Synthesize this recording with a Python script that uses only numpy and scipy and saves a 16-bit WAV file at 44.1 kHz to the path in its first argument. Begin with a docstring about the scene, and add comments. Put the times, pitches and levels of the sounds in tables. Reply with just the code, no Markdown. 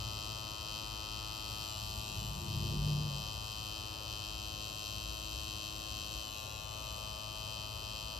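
"""A hard metallic buzz, about 107 strokes a second, is heard close by: a coil tattoo machine in a small studio.
Impact excitation: the armature bar strikes the coil core and rebounds, ringing the modes of the steel frame.
Periodic motion makes the frame hum in harmonics, and loose parts rattle as noise in bursts within each stroke.
Filtered noise forms the studio air and street rumble; resonant noise and a wavering drone form a vehicle
that swells through the room's low resonances. Two microphone ports differ in level and phase."""
import sys
import numpy as np
from scipy import signal
from scipy.fft import rfft, irfft, next_fast_len
from scipy.io import wavfile
from scipy.ndimage import uniform_filter1d, map_coordinates

SR = 44100
rng = np.random.default_rng(int(sys.argv[2]) if len(sys.argv) > 2 else 0)


def store_wav(level_fs):
    """Save 16-bit WAV to argv[1]."""
    pcm = np.round(np.clip(np.atleast_2d(level_fs), -1, 1) * 32767)
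    wavfile.write(sys.argv[1], SR, pcm.T.astype(np.int16))


N = 361179

# Phase of the left port ahead of the right: (frequency [Hz], lead [rad])
PORT_LEAD = [(20, 0), (110, .4), (430, .7), (700, 1.2), (1000, 3.3), (1290, 6.4), (1390, 7), (1500, 8.8),
             (1610, 9.5), (1720, 12.9), (5000, 12.7), (5600, 12), (7840, 9.7), (9560, 9.1), (11000, 6.3),
             (13400, 5.7), (14400, 9.4), (15700, 9.4)]
# Likeness of the noise at the two ports: (frequency [Hz], likeness [0-1])
PORT_LIKENESS = [(50, 0.98), (150, 0.99), (300, 0.92), (700, 0.29), (1500, 0.041), (3000, 0.86),
                 (6000, 0.72), (8000, 1), (12500, 1)]

# Spectrum of studio air and street: (frequency [Hz], relative density [dB per Hz])
AIR_SPECTRUM = [(25, -39), (40, -4), (54, 4), (75, -3), (110, -4), (160, -13), (260, -18), (450, -21.5),
                (580, -14), (700, -22.5), (1060, -23), (1400, -27.5), (1700, -31.5), (2200, -36.5),
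                (5000, -89)]
# Balance of that air: (frequency [Hz], left over right [dB])
AIR_BALANCE = [(50, 2.5), (300, 2.5), (1000, 1), (2000, 1.5)]
# Murmur around 600 Hz: (time [s], relative level [dB])
MURMUR_LEVEL = [(0.0, 0), (1.5, -3.5), (2.4, -1), (3.5, 0.5), (5.0, 0), (6.5, -0.5), (7.3, 2), (8.19, 2.5)]
AIR_DB = -48.5
BASS_SWELL_DB, MURMUR_SWELL_DB = 0.9, 1.6  # rms wander of each band

# Low room resonances: (frequency [Hz], width [Hz], relative level [dB])
DEEP_MODES = [(53.5, 7.1, 2.5), (85.3, 12, -1), (109, 18, -0.5)]
# Higher room resonances: (frequency [Hz], width [Hz], relative level [dB])
UPPER_MODES = [(184, 14, 5), (218, 14, 1), (260, 24, -10), (318, 9, -4), (342, 11, -3), (391, 22, -9),
               (456, 20, -13)]
# One vehicle leaving, one passing: (nearest time [s], level of deep part [dB], level of upper part [dB])
VEHICLE_PASSES = [(0.02, -41, -54.5), (2.92, -39, -46)]
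# Swell, a row each for deep and upper part: (peak ahead of nearest [s], rise scale [s], fall scale [s])
SWELL_TIMES = [(.15, .5, 0.26), (.17, 0.4, 0.32)]
# Surges of the vehicle's drone at the left port: (time [s], level [dB])
DRONE_LEVEL = [(0.0, -70), (.3, -81), (2.0, -76), (2.26, -48.5), (2.46, -51), (2.58, -41.5), (2.68, -44),
               (2.77, -39), (2.92, -32.5), (3.01, -37), (3.18, -43), (3.33, -63), (3.5, -71), (8.19, -73)]
# Pitch course of the drone: (time [s], frequency [Hz])
DRONE_PITCH = [(0, 142), (2.5, 141), (2.75, 144), (2.92, 150), (3.2, 142), (8.19, 140)]
DRONE_WAVER_HZ, SURGE_DB = 3, 1.2  # rms waver of the drone's pitch; rms wander of the noise

# Stroke rate, sagging as the needle loads the spring: (time [s], rate [strokes per s])
STROKE_RATE = [(0.0, 106.75), (0.17, 107.4), (0.38, 106.75), (1.0, 106.8), (1.24, 107.1), (1.45, 106.75),
               (2.75, 106.9), (3.0, 107.35), (3.42, 107.4), (3.82, 106.55), (4.45, 106.65), (4.9, 106.0),
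               (5.15, 106.45), (5.9, 106.2), (6.06, 106.55), (6.24, 106.15), (6.42, 107.05), (7.0, 107.05),
               (7.18, 106.65), (7.62, 107.35), (8.06, 107.35), (8.19, 107.1)]
RATE_WAVER_HZ = 0.16  # rms about that course

# The hand shifts along the line: (time [s], hand position [0-5])
HAND_POSITION = [(0, 0), (1.7, 0), (1.85, 1), (3.5, 1), (3.75, 2), (4.25, 2), (4.6, 3), (6.2, 3), (6.4, 4),
                 (6.6, 4), (6.8, 5), (8.19, 5)]
# The hand lifts to a new place: (time [s], height [0-1])
HAND_LIFT = [(0, 0), (1.66, 0), (1.72, .2), (1.8, 0), (1.95, .1), (2.12, .5), (2.25, .2), (2.42, .35),
             (2.55, 0), (6.27, 0), (6.36, 1), (6.58, .9), (6.7, .5), (6.85, .55), (7.08, 0), (8.19, 0)]
# Frame hum: (multiple of stroke rate, six left levels for hand positions 0 to 5 [dB], left over right [dB])
HUM_HARMONICS = [(1, -53, -51, -53, -53, -55, -51, 5), (2, -71, -70, -74, -67, -68, -70, 4),
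                 (3, -61.5, -68, -60, -60, -73, -74, 4), (4, -69, -71, -67, -69, -71, -72, 5),
                 (5, -75, -73, -70, -72, -71, -72, 3), (6, -60, -60, -61, -60, -59, -57, 9),
                 (7, -59, -59, -59, -58, -60, -61, 14), (8, -55, -56, -58, -64, -57, -57, 13),
                 (9, -56, -56, -58, -61, -59, -57, 22), (10, -55, -55, -56, -55, -54, -54, 19),
                 (11, -56, -57, -59, -61, -60, -56, 10), (12, -56, -65, -60, -62, -74, -61, 11),
                 (13, -70, -72, -69, -71, -67, -78, 0), (14, -67, -70, -75, -68, -73, -68, 3),
                 (15, -74, -74, -74, -73, -78, -77, -2), (16, -76, -80, -74, -77, -72, -77, 2),
                 (17, -83, -80, -87, -85, -92, -87, 0), (18, -76, -79, -79, -78, -87, -81, 1),
                 (19, -74, -81, -81, -81, -77, -79, 2), (20, -78, -84, -84, -80, -84, -82, 3),
                 (21, -86, -84, -80, -82, -77, -81, 2), (22, -72, -78, -80, -77, -82, -79, 19),
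                 (23, -61, -65, -63, -67, -75, -64, 12)]

# Loose needle bar and spring, left port: (frequency [Hz], relative density [dB per Hz])
RATTLE_LEFT = [(1500, -32), (2300, -35), (2900, -17), (3400, -7), (3800, -2), (4800, -4.5), (6200, -10),
               (7800, 2), (9300, -16.5), (11500, -17), (12700, -5), (13600, -8), (14100, -42), (14600, -36),
               (15700, -48)]
# The same at the right port: (frequency [Hz], relative density [dB per Hz])
RATTLE_RIGHT = [(1500, -30), (2300, -10), (2900, 3), (3400, -25), (3800, -13), (4800, -4.5), (6200, -13),
                (7800, -1.5), (9300, -10.5), (11500, -18), (12700, -5), (13600, -20), (14100, -38),
                (14600, -35), (15700, -48)]
# Bursts within a stroke: (time after strike [s], decay constant [s], relative level [dB])
RATTLE_BURSTS = [(.0009, 0.0008, -6), (.0022, 0.0012, -8), (.0036, 0.0008, -6)]
RATTLE_FLOOR_DB = -5  # under the bursts, on their scale
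RATTLE_DB, RATTLE_WANDER_DB = -53, 1.4  # centre and rms wander, before the body's high-pass
RATTLE_ECHO = 0.46  # share that returns inverted at the rebound

# Strike as the machine turns: (time [s], relative level [dB], extra for modes above 3400 Hz [dB],
# left over right [dB])
STRIKE_LEVEL = [(0.0, -48.5, 3.5, 2), (1.55, -47.5, 2, 1.5), (1.8, -48.5, 4, 2.5), (2.05, -47.5, 1.5, 0.5),
                (2.44, -50.5, 2.5, 3.5), (2.51, -48, 2, 1), (6.14, -47.5, 2, 2.5), (6.52, -50, 2, 2.5),
                (7.66, -47, 0.5, 1.5), (8.19, -47.5, 0, 1)]
# The bar's rebound off the core: (time [s], delay after strike [ms], relative level [dB])
REBOUND_COURSE = [(0.0, 1.73, 0), (1.64, 1.74, 0), (1.76, 1.86, 0), (1.82, 1.72, 0), (1.94, 1.77, 0),
                  (2.13, 1.68, 0), (2.2, 1.8, 0), (2.27, 1.83, 0), (2.31, 1.74, 0), (2.35, 1.8, 0),
                  (2.4, 1.68, 0), (2.45, 1.77, 0), (2.52, 1.73, 0), (2.76, 1.74, 0), (4.0, 1.74, 0),
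                  (4.6, 1.72, 1), (6.22, 1.72, 1), (6.3, 1.85, 0), (6.38, 1.64, 0), (6.44, 1.75, 0),
                  (6.51, 1.62, 0), (6.7, 1.81, 0), (6.76, 1.74, 0), (6.8, 1.77, 0), (6.84, 1.7, 0),
                  (6.89, 1.8, 0), (7.02, 1.74, 0), (8.19, 1.74, 0)]
# Frame modes: (frequency [Hz], t60 before damping [s], relative left level [dB], relative right level [dB],
# rebound over strike [dB], build-up [ms], extra in hand position 3 [dB], extra at full lift [dB])
FRAME_MODES = [(2560, 0.036, -0.5, -9.5, -18, 0.047, 0, 3.5), (3097, 0.011, -1.5, -17, -1, 0.12, 0.5, -4),
               (3765, 0.052, -19, -11, -6.5, 0.03, 0.5, 2), (4140, 0.0032, -3.5, 4, -13, 0.26, 2.5, 2.5),
               (4340, 0.04, 7, 6, -3, 0.33, 0, 2.5), (4340, 0.066, 6, 3.5, -2.5, 0.031, 0, 2.5),
               (4842, 0.0087, -1, 1.5, -6, 0.18, -1, -6), (5550, 0.012, -17.5, -33, 4, 0.026, -1, 1),
               (6037, 0.051, -26.5, -29.5, 7.5, 0.03, 4, 2), (6370, 0.018, -18, -15.5, -17, 0.034, 3, 4.5),
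               (7464, 0.046, -13, -11.5, -5, 0.081, 0, -0.5), (10490, 0.0014, -3.5, -7.5, -6, 0.28, 0.5, 2),
               (12760, 0.0081, -19, -10, -4.5, 0.5, 0.5, 1.5)]
STRIKE_WANDER_DB, REBOUND_WAVER_MS = 0.6, 0.006  # both rms
FREE_RING_S, DAMPING_S = 0.0013, 0.0029  # free ringing, then the touch damps with this time constant
RING_TOP_HZ = (8300, 13700)  # low-pass of the modes up to 9000 Hz, and of those above
SCATTER_DB, LIFT_SCATTER_DB = -18, 2  # scatter relative to the direct sound; its gain at full lift
SCATTER_T60 = 0.044  # s, reflections from hands, skin and chair
STIR = 4  # rad per s by which a full lift turns the blend of reflections
BODY_HZ = 2173  # the small frame radiates little of its ring below this
EDGE_HZ = 15725  # upper band limit


def gain_of(db):
    """Logarithmic level: amplitude ratio of a level in dB."""
    return 10 ** (np.asarray(db) / 20)


def evened(x):
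    """Normalisation: scales a signal to rms 1."""
    return x / np.sqrt(np.mean(x ** 2) + 1e-20)


def read(points, hz):
    """Interpolation on a logarithmic frequency axis: a spectrum table read at hz."""
    f, value = np.transpose(points)
    return np.interp(np.log(hz + 1), np.log(f + 1), value)


def curves(rows):
    """Linear interpolation in time: every column of a time table, sample by sample."""
    s, *columns = np.transpose(rows)
    return [np.interp(np.arange(N) / SR, s, column) for column in columns]


def drift(top_hz, low_hz=0.15):
    """Superposition: slow sines of random phase add to a wandering curve of rms 1."""
    t = np.arange(0, N + 256, 256) / SR
    f = np.geomspace(low_hz, top_hz, 16)[:, None]
    slow = (np.sin(2 * np.pi * (f * t + rng.random(f.shape))) / np.sqrt(f)).sum(0)
    return np.interp(np.arange(N) / SR, t, evened(slow))


def port_noise(left, right, lead=1):
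    """Partial coherence: shaped noise at two ports; left and right map Hz to dB."""
    size = next_fast_len(N)
    hz = np.fft.rfftfreq(size, 1 / SR)
    a, b = rfft(rng.standard_normal((2, size)))
    same = np.clip(read(PORT_LIKENESS, hz), 0, 1)
    b = same * a + np.sqrt(1 - same ** 2) * b
    b = b * np.exp(-1j * lead * read(PORT_LEAD, hz))
    spectra = np.array([a * gain_of(left(hz)), b * gain_of(right(hz))])
    return evened(irfft(spectra, size)[:, :N])


def air():
    """Spectral shaping of noise: studio air and distant traffic, with bass and murmur swelling separately."""
    bed = gain_of(AIR_DB) * port_noise(
        lambda hz: read(AIR_SPECTRUM, hz),
        lambda hz: read(AIR_SPECTRUM, hz) - read(AIR_BALANCE, hz))
    bass = signal.sosfiltfilt(signal.butter(2, 110, fs=SR, output="sos"), bed)
    murmur = signal.sosfiltfilt(signal.butter(2, [480, 680], "band", fs=SR, output="sos"), bed)
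    bass_gain = gain_of(BASS_SWELL_DB * drift(2.6, 0.32))
    murmur_gain = gain_of(curves(MURMUR_LEVEL)[0] + MURMUR_SWELL_DB * drift(8.0, 0.396))
    return bed + bass * (bass_gain - 1) + murmur * (murmur_gain - 1)


def room_noise(table):
    """Resonance: noise gathers at the room modes; its short-term power is held even."""
    def modes(hz):
        power = sum(gain_of(2 * db) / (1 + (2 * (hz - f) / width) ** 2) ** 2 for f, width, db in table)
        return 10 * np.log10(power)

    noise = port_noise(modes, lambda hz: modes(hz) - 1.0, lead=0.37)
    return noise / np.sqrt(uniform_filter1d((noise ** 2).mean(0), 4000))


def vehicle_drone():
    """Frequency modulation: a sine of wavering pitch comes in surges, slightly weaker and later at right."""
    pitch = curves(DRONE_PITCH)[0] + DRONE_WAVER_HZ * drift(14.0, 3.0)
    phase = 2 * np.pi * np.cumsum(pitch) / SR - np.array([[0], [0.2]])
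    level = curves(DRONE_LEVEL)[0] - np.array([[0], [0.8]])
    return gain_of(level) * np.sqrt(2) * np.sin(phase)


def vehicle():
    """Room resonance: engine and tyre noise from outside swells and fades through the low modes."""
    t = np.arange(N) / SR
    out = vehicle_drone()
    for k, table in enumerate([DEEP_MODES, UPPER_MODES]):
        steady = room_noise(table) * gain_of(SURGE_DB * drift(9.0, 2.51))
        early, rise, fall = SWELL_TIMES[k]
        for nearest, *db in VEHICLE_PASSES:
            away = t - nearest + early
            away = away / np.where(away < 0, rise, fall)
            # one rise or fall scale away from the peak, the level is 5.45 dB lower
            drop_db = 5.45 * abs(away) ** np.where(away < 0, 1.3, 1.9)
            out = out + gain_of(db[k] - drop_db) * steady
    return out


def strokes():
    """Phase accumulation: the stroke rate integrated to a stroke count at each sample."""
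    rate, = curves(STROKE_RATE)
    return 0.85 + np.cumsum(rate + RATE_WAVER_HZ * drift(9.0, 2.5)) / SR


def hum(turns):
    """Fourier series: multiples of the stroke rate whose strengths change with the hand."""
    hand, = curves(HAND_POSITION)
    out = np.zeros((2, N))
    turn = np.exp(2j * np.pi * turns)
    harmonic = 1
    for k, *db, left_db in HUM_HARMONICS:
        harmonic = harmonic * turn  # rows hold successive multiples
        size = np.sqrt(2) * np.interp(hand, range(len(db)), gain_of(db))
        size = size * (1 + 0.12 * drift(3.0))
        right = gain_of(-left_db) * np.exp(-1j * read(PORT_LEAD, k * STROKE_RATE[0][1]))
        ports = np.exp(2j * np.pi * rng.random()) * np.array([[1], [right]])
        out += size * (ports * harmonic).real
    return out


def above_body(x):
    """Radiation efficiency: a high-pass removes what lies below the frame's radiating range."""
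    return signal.sosfilt(signal.cheby2(7, 36, BODY_HZ, "high", fs=SR, output="sos"), x)


def rattle(since):
    """Amplitude modulation: noise of loose parts, shaken in bursts by each strike, rebound and lift-off."""
    shake = gain_of(RATTLE_FLOOR_DB)
    for s, decay, db in RATTLE_BURSTS:
        time_constant = np.where(since > s, decay, 0.0002)  # quick onset ahead of the peak
        shake = shake + gain_of(db) * np.exp(-abs(since - s) / time_constant)
    noise = port_noise(lambda hz: read(RATTLE_LEFT, hz), lambda hz: read(RATTLE_RIGHT, hz))
    earlier = np.arange(N) - curves(REBOUND_COURSE)[0] * SR / 1000
    repeated = np.array([map_coordinates(port, [earlier], order=3) for port in noise])
    noise = evened(noise - RATTLE_ECHO * repeated)
    return gain_of(RATTLE_DB + RATTLE_WANDER_DB * drift(6.6)) * evened(shake) * noise


def clicks(s, size):
    """Band-limited impulses: short windowed sinc pulses centred between samples at the exact times s."""
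    near = np.round(s * SR).astype(int)[:, None] + np.arange(-8, 9)
    off = near - s[:, None] * SR
    pulse = size[:, None] * np.sinc(off) * np.cos(np.pi * off / 18) ** 2
    return np.bincount(np.clip(near, 0, N).ravel(), pulse.ravel(), N + 1)[:N]


def impacts(turns):
    """Collision and recoil: a pulse train of strikes and one of opposite-signed rebounds."""
    s = np.interp(np.arange(1, int(turns[-1]) + 1), turns, np.arange(N) / SR)
    chance = rng.standard_normal((len(s), 4)).T
    delay_ms, rebound_db = curves(REBOUND_COURSE)
    delay_ms = delay_ms + REBOUND_WAVER_MS * drift(10.0, 2.0)
    strike = s + 0.000006 * chance[0]
    rebound = strike + delay_ms[(s * SR).astype(int)] / 1000 + 0.000004 * chance[1]
    first = clicks(strike, gain_of(0.66 * chance[2]))
    second = -clicks(rebound, gain_of(0.94 * chance[3])) * gain_of(rebound_db)
    return first, second


def mode_ring(hz, t60, port_db, rise_ms):
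    """Damped oscillation: one mode's impulse response at both ports, cut short by the next touch."""
    u = np.arange(400) / SR
    rise = np.clip(1000 * u / max(rise_ms, 0.02), 0, 1)
    shape = rise * np.exp(-np.maximum(u - FREE_RING_S, 0) / DAMPING_S)
    phase = 2 * np.pi * hz * u - np.array([[0], [read(PORT_LEAD, hz)]])
    ring = gain_of(np.array(port_db)[:, None] - 60 * u / t60) * shape * np.sin(phase)
    return signal.convolve(ring, signal.firwin(61, RING_TOP_HZ[int(hz > 9000)], fs=SR)[None])


def scattered(direct, raised):
    """Multiple scattering: two sets of nearby reflections, blended as the hand drifts and lifts."""
    lag = np.arange(1200) / SR
    taps = rng.standard_normal((2, len(lag))) * gain_of(-60 * lag / SCATTER_T60) * (lag > 0.0012)
    taps /= np.linalg.norm(taps, axis=1, keepdims=True)
    blend = 0.59 * drift(0.96) + STIR * np.cumsum(raised) / SR
    one, two = (signal.oaconvolve(direct, tap[None], axes=1)[:, :N] for tap in taps)
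    return gain_of(SCATTER_DB + LIFT_SCATTER_DB * raised) * (np.cos(blend) * one + np.sin(blend) * two)


def frame(turns):
    """Modal superposition: strike and rebound ring the frame's modes; nearby surfaces scatter the sound."""
    first, second = impacts(turns)
    strike_db, upper_db, turn_db = curves(STRIKE_LEVEL)
    pressed = np.clip(1 - abs(curves(HAND_POSITION)[0] - 3), 0, 1)  # nearness to hand position 3
    raised = np.clip(curves(HAND_LIFT)[0], 0, 1)
    out = np.zeros((2, N))
    for k, (hz, t60, left_db, right_db, rebound_db, rise_ms, pressed_db, raised_db) in enumerate(FRAME_MODES):
        ring = mode_ring(hz, t60, (left_db, right_db), rise_ms)
        drive = (-1) ** k * (first + gain_of(rebound_db) * second)  # polarity alternates between modes
        level = upper_db * (hz > 3400) + pressed_db * pressed + raised_db * raised
        out += gain_of(level) * signal.oaconvolve(drive[None], ring, axes=1)[:, :N]
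    balance = np.array([np.zeros(N), turn_db])
    out *= gain_of(12.0 + strike_db + STRIKE_WANDER_DB * drift(8.0, 1.5) - balance)
    return above_body(out + scattered(out, raised))


def scene():
    """Linear superposition: all sources add at the two ports."""
    turns = strokes()
    since_strike = turns % 1 / STROKE_RATE[0][1]  # s, at the opening stroke rate
    machine = hum(turns) + frame(turns) + above_body(rattle(since_strike))
    return machine + air() + vehicle()


def record(dry):
    """Band limitation: a steep low-pass removes what lies above the upper edge."""
    return signal.oaconvolve(dry, signal.firwin(511, EDGE_HZ, window=("kaiser", 9), fs=SR)[None], "same")


dry = scene()
out = record(dry)
store_wav(out)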